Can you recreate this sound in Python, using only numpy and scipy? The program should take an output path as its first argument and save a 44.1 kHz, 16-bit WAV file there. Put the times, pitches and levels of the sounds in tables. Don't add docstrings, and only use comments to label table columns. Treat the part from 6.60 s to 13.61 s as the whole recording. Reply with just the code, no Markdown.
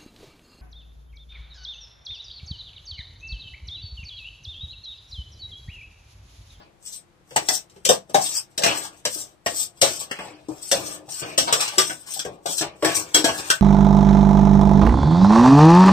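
import sys
import numpy as np
from scipy import signal
from scipy.fft import rfft, irfft, next_fast_len
from scipy.io import wavfile
from scipy.ndimage import uniform_filter1d, map_coordinates

SR = 44100
rng = np.random.default_rng(int(sys.argv[2]) if len(sys.argv) > 2 else 0)


def nominal_scale(level):
    x = np.asarray(level, float) / 20
    return 10 ** x


def file_out(sig):
    cols = np.atleast_2d(sig).T
    lim = np.clip(cols, -1, 1)
    pcm = np.round(lim * 32767).astype(np.int16)
    wavfile.write(sys.argv[1], SR, pcm)


N = 309141
RING = 12000


def unit(x):
    return x / np.sqrt(np.mean(x ** 2) + 1e-20)


def along(points, hz):
    f, v = np.transpose(points)
    return np.interp(np.log(hz + 1), np.log(f + 1), v)


def filtered(x, response):
    m = next_fast_len(N + SR // 2)
    return irfft(rfft(x, m) * response(np.fft.rfftfreq(m, 1 / SR)), m)[..., :N]


def wobble(rate_hz):
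    knots = rng.standard_normal(int(N * rate_hz / SR) + 4)
    return map_coordinates(knots, [np.arange(N) * rate_hz / SR])


def floor():
    # f/Hz, level/dB per Hz
    quiet = [(15, -67.5), (25, -7), (33, -13), (134, -9.5), (195, -12.5), (277, -22), (354, -9.5),
             (384, -21.5), (545, -17), (591, -31), (714, -19), (4140, -33), (7920, -39.5), (16000, -53.5)]
    level_db = -61.5 + 2.0
    likeness = [(40, .4), (200, .7), (1200, .05)]  # f/Hz, port correlation
    a, b = rng.standard_normal((2, N))

    def turn(hz):
        return np.arccos(np.clip(along(likeness, hz), 0, 1)) / 2

    mid = filtered(a, lambda hz: nominal_scale(along(quiet, hz)) * np.cos(turn(hz)))
    side = filtered(b, lambda hz: nominal_scale(along(quiet, hz)) * np.sin(turn(hz)))
    return nominal_scale(level_db + 0.71 * wobble(3.5)) * unit(np.array([mid + side, mid - side]))


def kitchen(x):
    # f/Hz, t60/s
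    decay = [(200, 0.14), (2000, 0.15), (10000, 0.093)]
    # f/Hz, level/dB
    wet_db = [(100, -13.5), (500, -7.5), (1500, 1.5), (8000, -0.5)]
    hop, delay = SR // 6, 60
    starts = range(0, N, hop)
    hz, t, z = signal.stft(rng.standard_normal((len(starts), 2, SR // 3)), SR, nperseg=256)
    tails = signal.istft(z * nominal_scale(-60 * t / along(decay, hz)[:, None]), SR, nperseg=256)[1]
    tails /= np.linalg.norm(tails, axis=2, keepdims=True)
    padded = np.pad(x, (hop, 2 * hop))
    wet = np.zeros((2, N + SR + hop))
    fade = np.sin(np.pi * np.arange(2 * hop) / (2 * hop))
    for start, tail in zip(starts, tails):
        piece = padded[start:start + 2 * hop] * fade
        answer = signal.fftconvolve(piece[None], tail, axes=1)
        wet[:, start:start + answer.shape[1]] += answer
    return filtered(wet[:, hop - delay:][:, :N], lambda f: nominal_scale(along(wet_db, f)))


def grit(per_second, spread_db):
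    draw = rng.random((3, N))
    size = nominal_scale(-spread_db * np.log(draw[2] + .03))
    ticks = (draw[0] < per_second / SR) * np.sign(draw[1] - .5) * size
    return unit(ticks) + 0.55 * rng.standard_normal(N)


def patchy(x, depth_db):
    z = signal.stft(x, nperseg=256)[2]
    field = uniform_filter1d(rng.standard_normal(z.shape), size=4, axis=0)
    field = uniform_filter1d(field, size=12, axis=1)
    return unit(signal.istft(z * nominal_scale(depth_db * unit(field)), nperseg=256)[1][:N])


def peaks(start, hold, db, rise_db_per_s, fall_db_per_s):
    t = np.arange(0, N / SR + .002, .001)[:, None]
    early = np.clip(start - t, 0, None)
    late = np.clip(t - start - hold, 0, None)
    gain = np.linalg.norm(nominal_scale(db - rise_db_per_s * early - fall_db_per_s * late), axis=1)
    return np.interp(np.arange(N) / SR, t[:, 0], gain)


def resonances(hz, modes):
    return sum((-1) ** k * nominal_scale(db) * 1j * hz * w / (c * c - hz * hz + 1j * hz * w)
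               for k, (c, w, db) in enumerate(modes))


def strokes():
    # start t/s, hold/s, hiss level/dB, steel under it/dB
    scrapes = [(0.269, .008, -34, -27), (0.334, 0.027, -38, -40), (0.804, 0.18, -44.5, -7),
               (0.913, 0.045, -26, -26), (1.308, 0.027, -29.5, -12), (1.618, 0.16, -28, -16),
               (2.083, .17, -34, -6.5), (2.507, 0.11, -33, -33), (2.905, .04, -35.5, -9),
               (2.967, 0.061, -24, -27), (3.277, .15, -34, -15.5), (3.51, 0.15, -52, 9),
               (4.03, 0.081, -36, -21), (4.16, 0.19, -36, -6.5), (4.517, 0.082, -32.5, -18),
               (4.657, 0.072, -46.5, -4), (4.815, 0.081, -43, -13), (4.95, 0.085, -31.5, -3),
               (5.13, 0.1, -40.5, 4.5), (5.245, 0.087, -36.5, -8), (5.474, 0.018, -41, -3.5),
               (5.522, 0.051, -29.5, -19.5), (5.9, 0.082, -27.5, -43), (6.293, 0.035, -34, -13),
               (6.357, 0.04, -25, -11), (6.46, 0.076, -47.5, 0), (6.707, 0.098, -39, -15),
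               (6.788, .01, -30.5, -3.5), (6.846, 0.11, -38.5, -1), (6.918, 0.0059, -32.5, -7)]
    # start t/s, hold/s, hiss level/dB
    trickles = [(0.693, 0.065, -54), (1.115, 0.09, -67.5), (1.494, 0.012, -64), (1.907, 0.036, -63),
                (2.333, 0.064, -56.5), (3.175, 0.038, -55), (3.653, 0.052, -58), (3.763, 0.14, -69.5),
                (3.913, 0.089, -50.5), (5.36, .08, -50.5), (2.664, 0.056, -59), (5.724, 0.017, -62),
                (6.18, .04, -54)]
    # t/s, steel drag level/dB, hollow rumble level/dB, fade/dB per s
    slides = [(0.0, -49, -50, 215), (0.789, -38.5, -30.5, 333), (0.92, -49, -41.5, 252),
              (1.33, -56, -43.5, 200), (1.499, -56, -42.5, 305.5), (1.59, -39.5, -40, 151),
              (2.078, -22.5, -31.5, 131), (2.562, -46, -38.5, 202), (2.89, -48, -35.5, 154.5),
              (3.269, -34.5, -32, 184), (3.411, -41, -42, 224), (3.6, -35.5, -35, 115.5),
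              (3.91, -55, -37.5, 220), (4.16, -33.5, -27.5, 115), (4.623, -31.5, -30.5, 93),
              (4.81, -40, -31.5, 197.5), (4.88, -21.5, -49, 257), (5.001, -22.5, -53, 149),
              (5.298, -42, -36.5, 339), (5.658, -44, -30, 198.5), (5.888, -37, -33.5, 265),
              (6.018, -30, -26, 218), (6.29, -21.5, -27.5, 250), (6.374, -32.5, -31.5, 202),
              (6.688, -25, -25.5, 224), (6.789, -30.5, -32, 253), (6.905, -30, -36.5, 332)]
    # f/Hz, level/dB per Hz
    hiss_shape = [(2060, -27.5), (3500, -12.5), (4100, -13.5), (4400, -11.5), (4810, -11), (5500, -4.5),
                  (7040, -9.5), (8210, 1), (10100, -24), (11100, -20), (14400, -16.5), (15400, -20),
                  (16000, -65)]
    # f/Hz, level/dB per Hz
    drag_shape = [(470, -23), (800, -3), (1390, -8.5), (1750, -7.5), (1920, -14), (2450, -5.5), (5000, -14),
                  (6500, -21.5), (11000, -120)]
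    # f/Hz, level/dB per Hz
    rumble_shape = [(35, -25.5), (60, 2.5), (146, -1), (264, -7.5), (300, -2.5), (373, -3), (419, -3),
                    (683, -2.5), (1300, -27.5), (1690, -57.5), (2860, -120)]
    # f/Hz, width/Hz, level/dB
    bowl_modes = [(304.8, 3.6, 0), (524.5, 5.3, -6.5), (630, 16, -33.5), (765, 4.9, -5), (1148, 90, -9),
                  (1590, 25, -13)]
    trickle_steel_db, scrape_rumble_db = -5, -10.5
    rumble_fade = 0.73
    rest_db = -67
    start, hold, db, steel_db = np.transpose(scrapes + [(*row, trickle_steel_db) for row in trickles])
    s, drag_db, rumble_db, fade_db_per_s = np.transpose(slides)

    def scrape(level_db):
        return peaks(start, hold, level_db, rise_db_per_s=556.5, fall_db_per_s=479)

    def slide(level_db, slower):
        return peaks(s, 0, level_db, rise_db_per_s=1504, fall_db_per_s=slower * fade_db_per_s)

    def steel(shape, share):
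        return lambda hz: nominal_scale(along(shape, hz)) * (1 + share * resonances(hz, bowl_modes))

    pressed = scrape(db + steel_db)
    press_db = 1.3 * wobble(35)
    hiss = filtered(grit(3100, spread_db=6.0), lambda hz: nominal_scale(along(hiss_shape, hz)))
    hiss = patchy(hiss, depth_db=2.8)
    drag = patchy(filtered(grit(1400, spread_db=3.5), steel(drag_shape, share=0.82)), depth_db=3.5)
    rumble = patchy(filtered(grit(900, spread_db=1.0), steel(rumble_shape, share=4.9)), depth_db=1.0)
    hiss *= scrape(db) * nominal_scale(-1.5 + press_db + 1.46 * wobble(78))
    drag *= np.hypot(pressed, slide(drag_db, 1)) * nominal_scale(-4 + press_db + 0.65 * wobble(46))
    rumble *= np.hypot(nominal_scale(scrape_rumble_db) * pressed, slide(rumble_db, rumble_fade)) + nominal_scale(rest_db)
    return hiss + drag + rumble * nominal_scale(-1.0 + 0.65 * wobble(23))


def dense_modes(count, spectrum, uneven_db, centre_hz, lift_db):
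    hz = np.fft.rfftfreq(RING, 1 / SR)
    draw = rng.random((count, 2, len(hz)))
    near = np.exp(-(np.log((hz + 1) / np.reshape(centre_hz, (-1, 1))) / 0.26) ** 2)
    chance = -np.log(draw[:, 0] + .01)
    level = nominal_scale(along(spectrum, hz) + lift_db * near + uneven_db * chance)
    rings = irfft(level * np.exp(2j * np.pi * draw[:, 1]))
    return rings / rings.std(axis=1, keepdims=True)


def tones(hz, drift):
    walk = np.cumsum(rng.standard_normal((len(hz), RING)), axis=1)
    return np.sqrt(2) * np.sin(2 * np.pi * hz[:, None] * np.arange(RING) / SR + drift * walk)


def blows(times, rings, t60, rise_ms):
    out = np.zeros(N + SR)
    t = np.arange(RING) / SR
    decay = nominal_scale(-60 * t / np.clip(t60, .01, .45)[:, None])
    rise = (1 - np.exp(-1000 * t / np.clip(rise_ms, .1, 40)[:, None])) ** 2
    shape = decay * rise
    for s, ring in zip(times, rings * shape / shape.max(axis=1, keepdims=True)):
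        out[round(s * SR):][:len(t)] += ring
    return out[:N]


def thumps():
    # t/s, peak level/dB, strongest mode f/Hz, t60/s
    heavy = [(0.76, -5, 852, 0.075), (0.885, -16, 745, 0.15), (1.261, -22.5, 523, 0.1),
             (1.292, -0.5, 508.6, 0.14), (1.544, 1, 757, 0.092), (1.978, -21.5, 621, 0.55),
             (2.039, -12, 675.6, 0.22), (2.084, -21, 656, 0.053), (2.099, -29, 308.4, .45),
             (2.451, -17.5, 510, 0.13), (2.861, -11.5, 672, 0.073), (3.225, -4, 551.7, 0.13),
             (3.51, -29, 406, 0.12), (3.884, -20, 315, 0.11), (4.118, -8, 549, 0.13),
             (4.777, -7.5, 537, 0.062), (4.873, -14, 942, 0.16), (4.923, -17.5, 480, 0.3),
             (5.176, -12, 378.4, 0.2), (5.648, -20, 482, 0.13), (5.856, -13, 695, 0.086),
             (6.008, -16.5, 316, 0.14), (6.224, -7.5, 322.3, 0.19), (6.249, -15, 675, 0.24),
             (6.544, -13.5, 309.4, 0.39), (6.642, -2, 301, 0.046), (6.656, -9, 663, 0.17)]
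    # t/s, peak level/dB, strongest mode f/Hz
    nudges = [
        (0.709, -33, 498),
        (1.159, -38, 397),
        (1.495, -33, 513),
        (1.577, -14.5, 745),
        (3.59, -29.5, 876),
        (4.478, -36, 805),
        (4.626, -27, 484),
        (5.302, -30.5, 754),
        (5.56, -33, 807),
        (6.904, -28, 644),
    ]
    # f/Hz, level/dB per Hz
    hollow_shape = [(120, -61), (200, -28.5), (266, -10), (333, -5), (694, -2.5), (889, -10), (1200, -13),
                    (1560, -62), (2640, -120)]
    # f/Hz, level/dB per Hz
    thud_shape = [(40, -50), (80, -3), (150, 2.5), (250, -5.5), (400, -25.5), (800, -120)]
    nudge_t60 = 0.16
    s, db, hz, t60 = np.transpose(heavy + [(*row, nudge_t60) for row in nudges])
    rise_ms = 1000 * 0.017 * t60
    thud_db = -31 + 0.5 * db
    dense = dense_modes(len(s), hollow_shape, uneven_db=3.0, centre_hz=hz, lift_db=8.5)
    hollow = nominal_scale(db - 10)[:, None] * (0.94 * dense + 0.88 * tones(hz, drift=0.014))
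    thud = dense_modes(len(s), thud_shape, uneven_db=5.0, centre_hz=139, lift_db=3.5)
    thud = nominal_scale(thud_db)[:, None] * thud
    return blows(s, hollow, t60, rise_ms) + blows(s, thud, 2.3 * t60, 0.51 * rise_ms)


def clinks():
    # t/s, peak level/dB, mid ring level/dB, strongest mid mode f/Hz, t60/s
    landings = [(0.761, -9, -11, 3380, 0.074), (0.886, -4.5, -18.5, 2024, 0.034),
                (1.2499, -9, -22, 2930, 0.2), (1.289, -4.5, -15.5, 3615, 0.14),
                (1.5431, -11.5, -13, 1074, 0.17), (1.977, -13.5, -18, 3570, 0.081),
                (2.0343, -9, -7.5, 2650, 0.15), (2.0598, -14, -7.5, 2600, 0.21),
                (2.4512, -12.5, -16.5, 1007, 0.13), (2.8611, -14.5, -8, 1840, 0.097),
                (3.2142, -5.5, -16, 3015, 0.31), (3.5114, -23.5, -1, 1754, 0.065),
                (4.1134, -6.5, -17, 3510, 0.15), (4.777, -7, -18, 3010, 0.23),
                (4.925, -5.5, -16, 1167, 0.13), (5.0039, -14.5, -22.5, 2230, 0.28),
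                (5.181, -5, -17, 1193, 0.22), (5.8581, -18.5, -20.5, 1520, 0.18),
                (6.2231, -26, -3.5, 1116, 0.28), (6.2455, -12.5, -10, 1757, 0.22),
                (6.544, -4, -15.5, 3273, 0.22), (6.6416, -11.5, -14, 1639, 0.28),
                (6.901, -5, -14, 1543, 0.073)]
    # t/s, peak level/dB, mid ring level/dB, strongest mid mode f/Hz
    grazes = [(0.7075, -41, -8, 3330), (1.0967, -45.5, -21, 3060), (1.1607, -48.5, -8, 3250),
              (1.495, -37.5, -18, 1160), (2.0194, -20.5, -12.5, 1670), (3.5869, -42.5, 9, 1104),
              (3.8843, -38.5, -20, 1080), (4.4876, -35, -18, 1000), (4.8732, -31, -2, 1484),
              (5.0777, -18, -16, 2980), (5.2967, -23.5, -8.5, 1520), (5.5917, -17, -18, 3420),
              (5.6485, -28.5, -11.5, 1605), (5.9804, -12.5, -41, 3580), (6.0091, -15, -18.5, 1715)]
    # f/Hz, level/dB per Hz
    edge_shape = [(2060, -19.5), (3500, -3), (4690, -4.5), (4940, -1.5), (5770, 0.5), (6870, -7), (8190, 3),
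                  (8620, -7.5), (10000, -16.5), (11300, -17), (14700, -17.5), (15300, -16), (16500, -70.5)]
    # f/Hz, level/dB per Hz
    wall_shape = [(470, 3.5), (800, -5.5), (1380, -1), (1630, 1.5), (2430, -1.5), (3200, 2), (4360, -30),
                  (5000, -23.5), (6500, -53), (11000, -120)]
    landing_rise_ms, graze_rise_ms, graze_t60 = 1.01, 1.1, .11
    events = [(*row, landing_rise_ms) for row in landings]
    events += [(*row, graze_t60, graze_rise_ms) for row in grazes]
    s, db, mid_db, hz, t60, rise_ms = np.transpose(events)
    empty = (s[:, None] / 7) ** 2
    bright = dense_modes(len(s), edge_shape, uneven_db=3.5, centre_hz=2 * hz, lift_db=0.5)
    bright = nominal_scale(db - 11.5)[:, None] * bright
    dense = dense_modes(len(s), wall_shape, uneven_db=3, centre_hz=hz, lift_db=3)
    ahead = (.3 + .75 * empty) * tones(hz, drift=.025)
    rim = sum(tones(np.full(len(s), mode_hz), drift=0.0083) for mode_hz in (1525, 3285))
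    wall = nominal_scale(db + mid_db - 3.0)[:, None] * (dense + ahead + 0.43 * empty * rim)
    crack = blows(s, 1.07 * bright + 1.01 * wall, t60=0.094 * t60, rise_ms=2.0 * rise_ms)
    return blows(s, bright, t60, rise_ms) + blows(s, wall, 0.87 * t60, rise_ms) + crack


def scene():
    def weak_bass(hz):
        return (1j * hz / (110 + 1j * hz)) ** 2

    bowl = filtered(clinks() + thumps() + strokes(), weak_bass)
    half_lag = SR * (0.0001194 + .000055 * wobble(7))
    direct = np.array([map_coordinates(bowl, [np.arange(N) + side * half_lag]) for side in (1, -1)])
    return nominal_scale(-1.5) * direct + kitchen(bowl) + floor()


def emptied_bands(x, margin_db, chance_db):
    # f/Hz, level/dB
    empties_first = [(1700, -1), (3200, 0), (3750, 3), (4300, 0), (9400, -3), (10300, 7), (11300, 10),
                     (12200, -2)]
    hz, _, z = signal.stft(x, SR, nperseg=1024)
    f = hz[:510, None]
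    power = np.sum(np.abs(z[:, :510]) ** 2, axis=0)
    band = np.repeat(power.reshape(102, 5, -1).mean(axis=1), 5, axis=0)
    treble = power * np.clip(f / 2200, 0, 1) ** 4
    mask = uniform_filter1d(uniform_filter1d(treble, size=70, axis=0), size=3, axis=1)
    luck = uniform_filter1d(rng.standard_normal((102, z.shape[2])), size=7, axis=1)
    luck_db = chance_db * np.repeat(unit(luck), 5, axis=0)
    need = mask * nominal_scale(2 * (margin_db + along(empties_first, f) + luck_db))
    empty = (uniform_filter1d(band, size=3, axis=1) < need) & (f > 1700) & (mask > 3e-8)
    z[:, :510] *= np.where(empty, .03, 1)
    return signal.istft(z, SR, nperseg=1024)[1][:, :N]


def band_limit(x):
    return signal.sosfilt(signal.butter(12, 16860, fs=SR, output="sos"), x)


def record(dry):
    # f/Hz, left minus right level/dB
    port_db = [(60, 6.5), (110, 2.5), (200, 2.5), (380, 5), (700, 4), (1290, 3), (2380, 2.5), (4400, -1.5),
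               (8120, 9.5), (15000, 11)]
    side = np.array([[.5], [-.5]])

    def edges(hz):
        return np.clip((15250 - hz) / 300, 0, 1) * 1j * hz / (25 + 1j * hz)

    ports = filtered(dry, lambda hz: nominal_scale(side * along(port_db, hz)) * edges(hz))
    thinned = emptied_bands(ports, margin_db=-10.5, chance_db=6)
    clipped = thinned / (1 + np.abs(thinned) ** 8) ** (1 / 8)
    return band_limit(clipped)


dry = scene()
out = record(dry)
file_out(out)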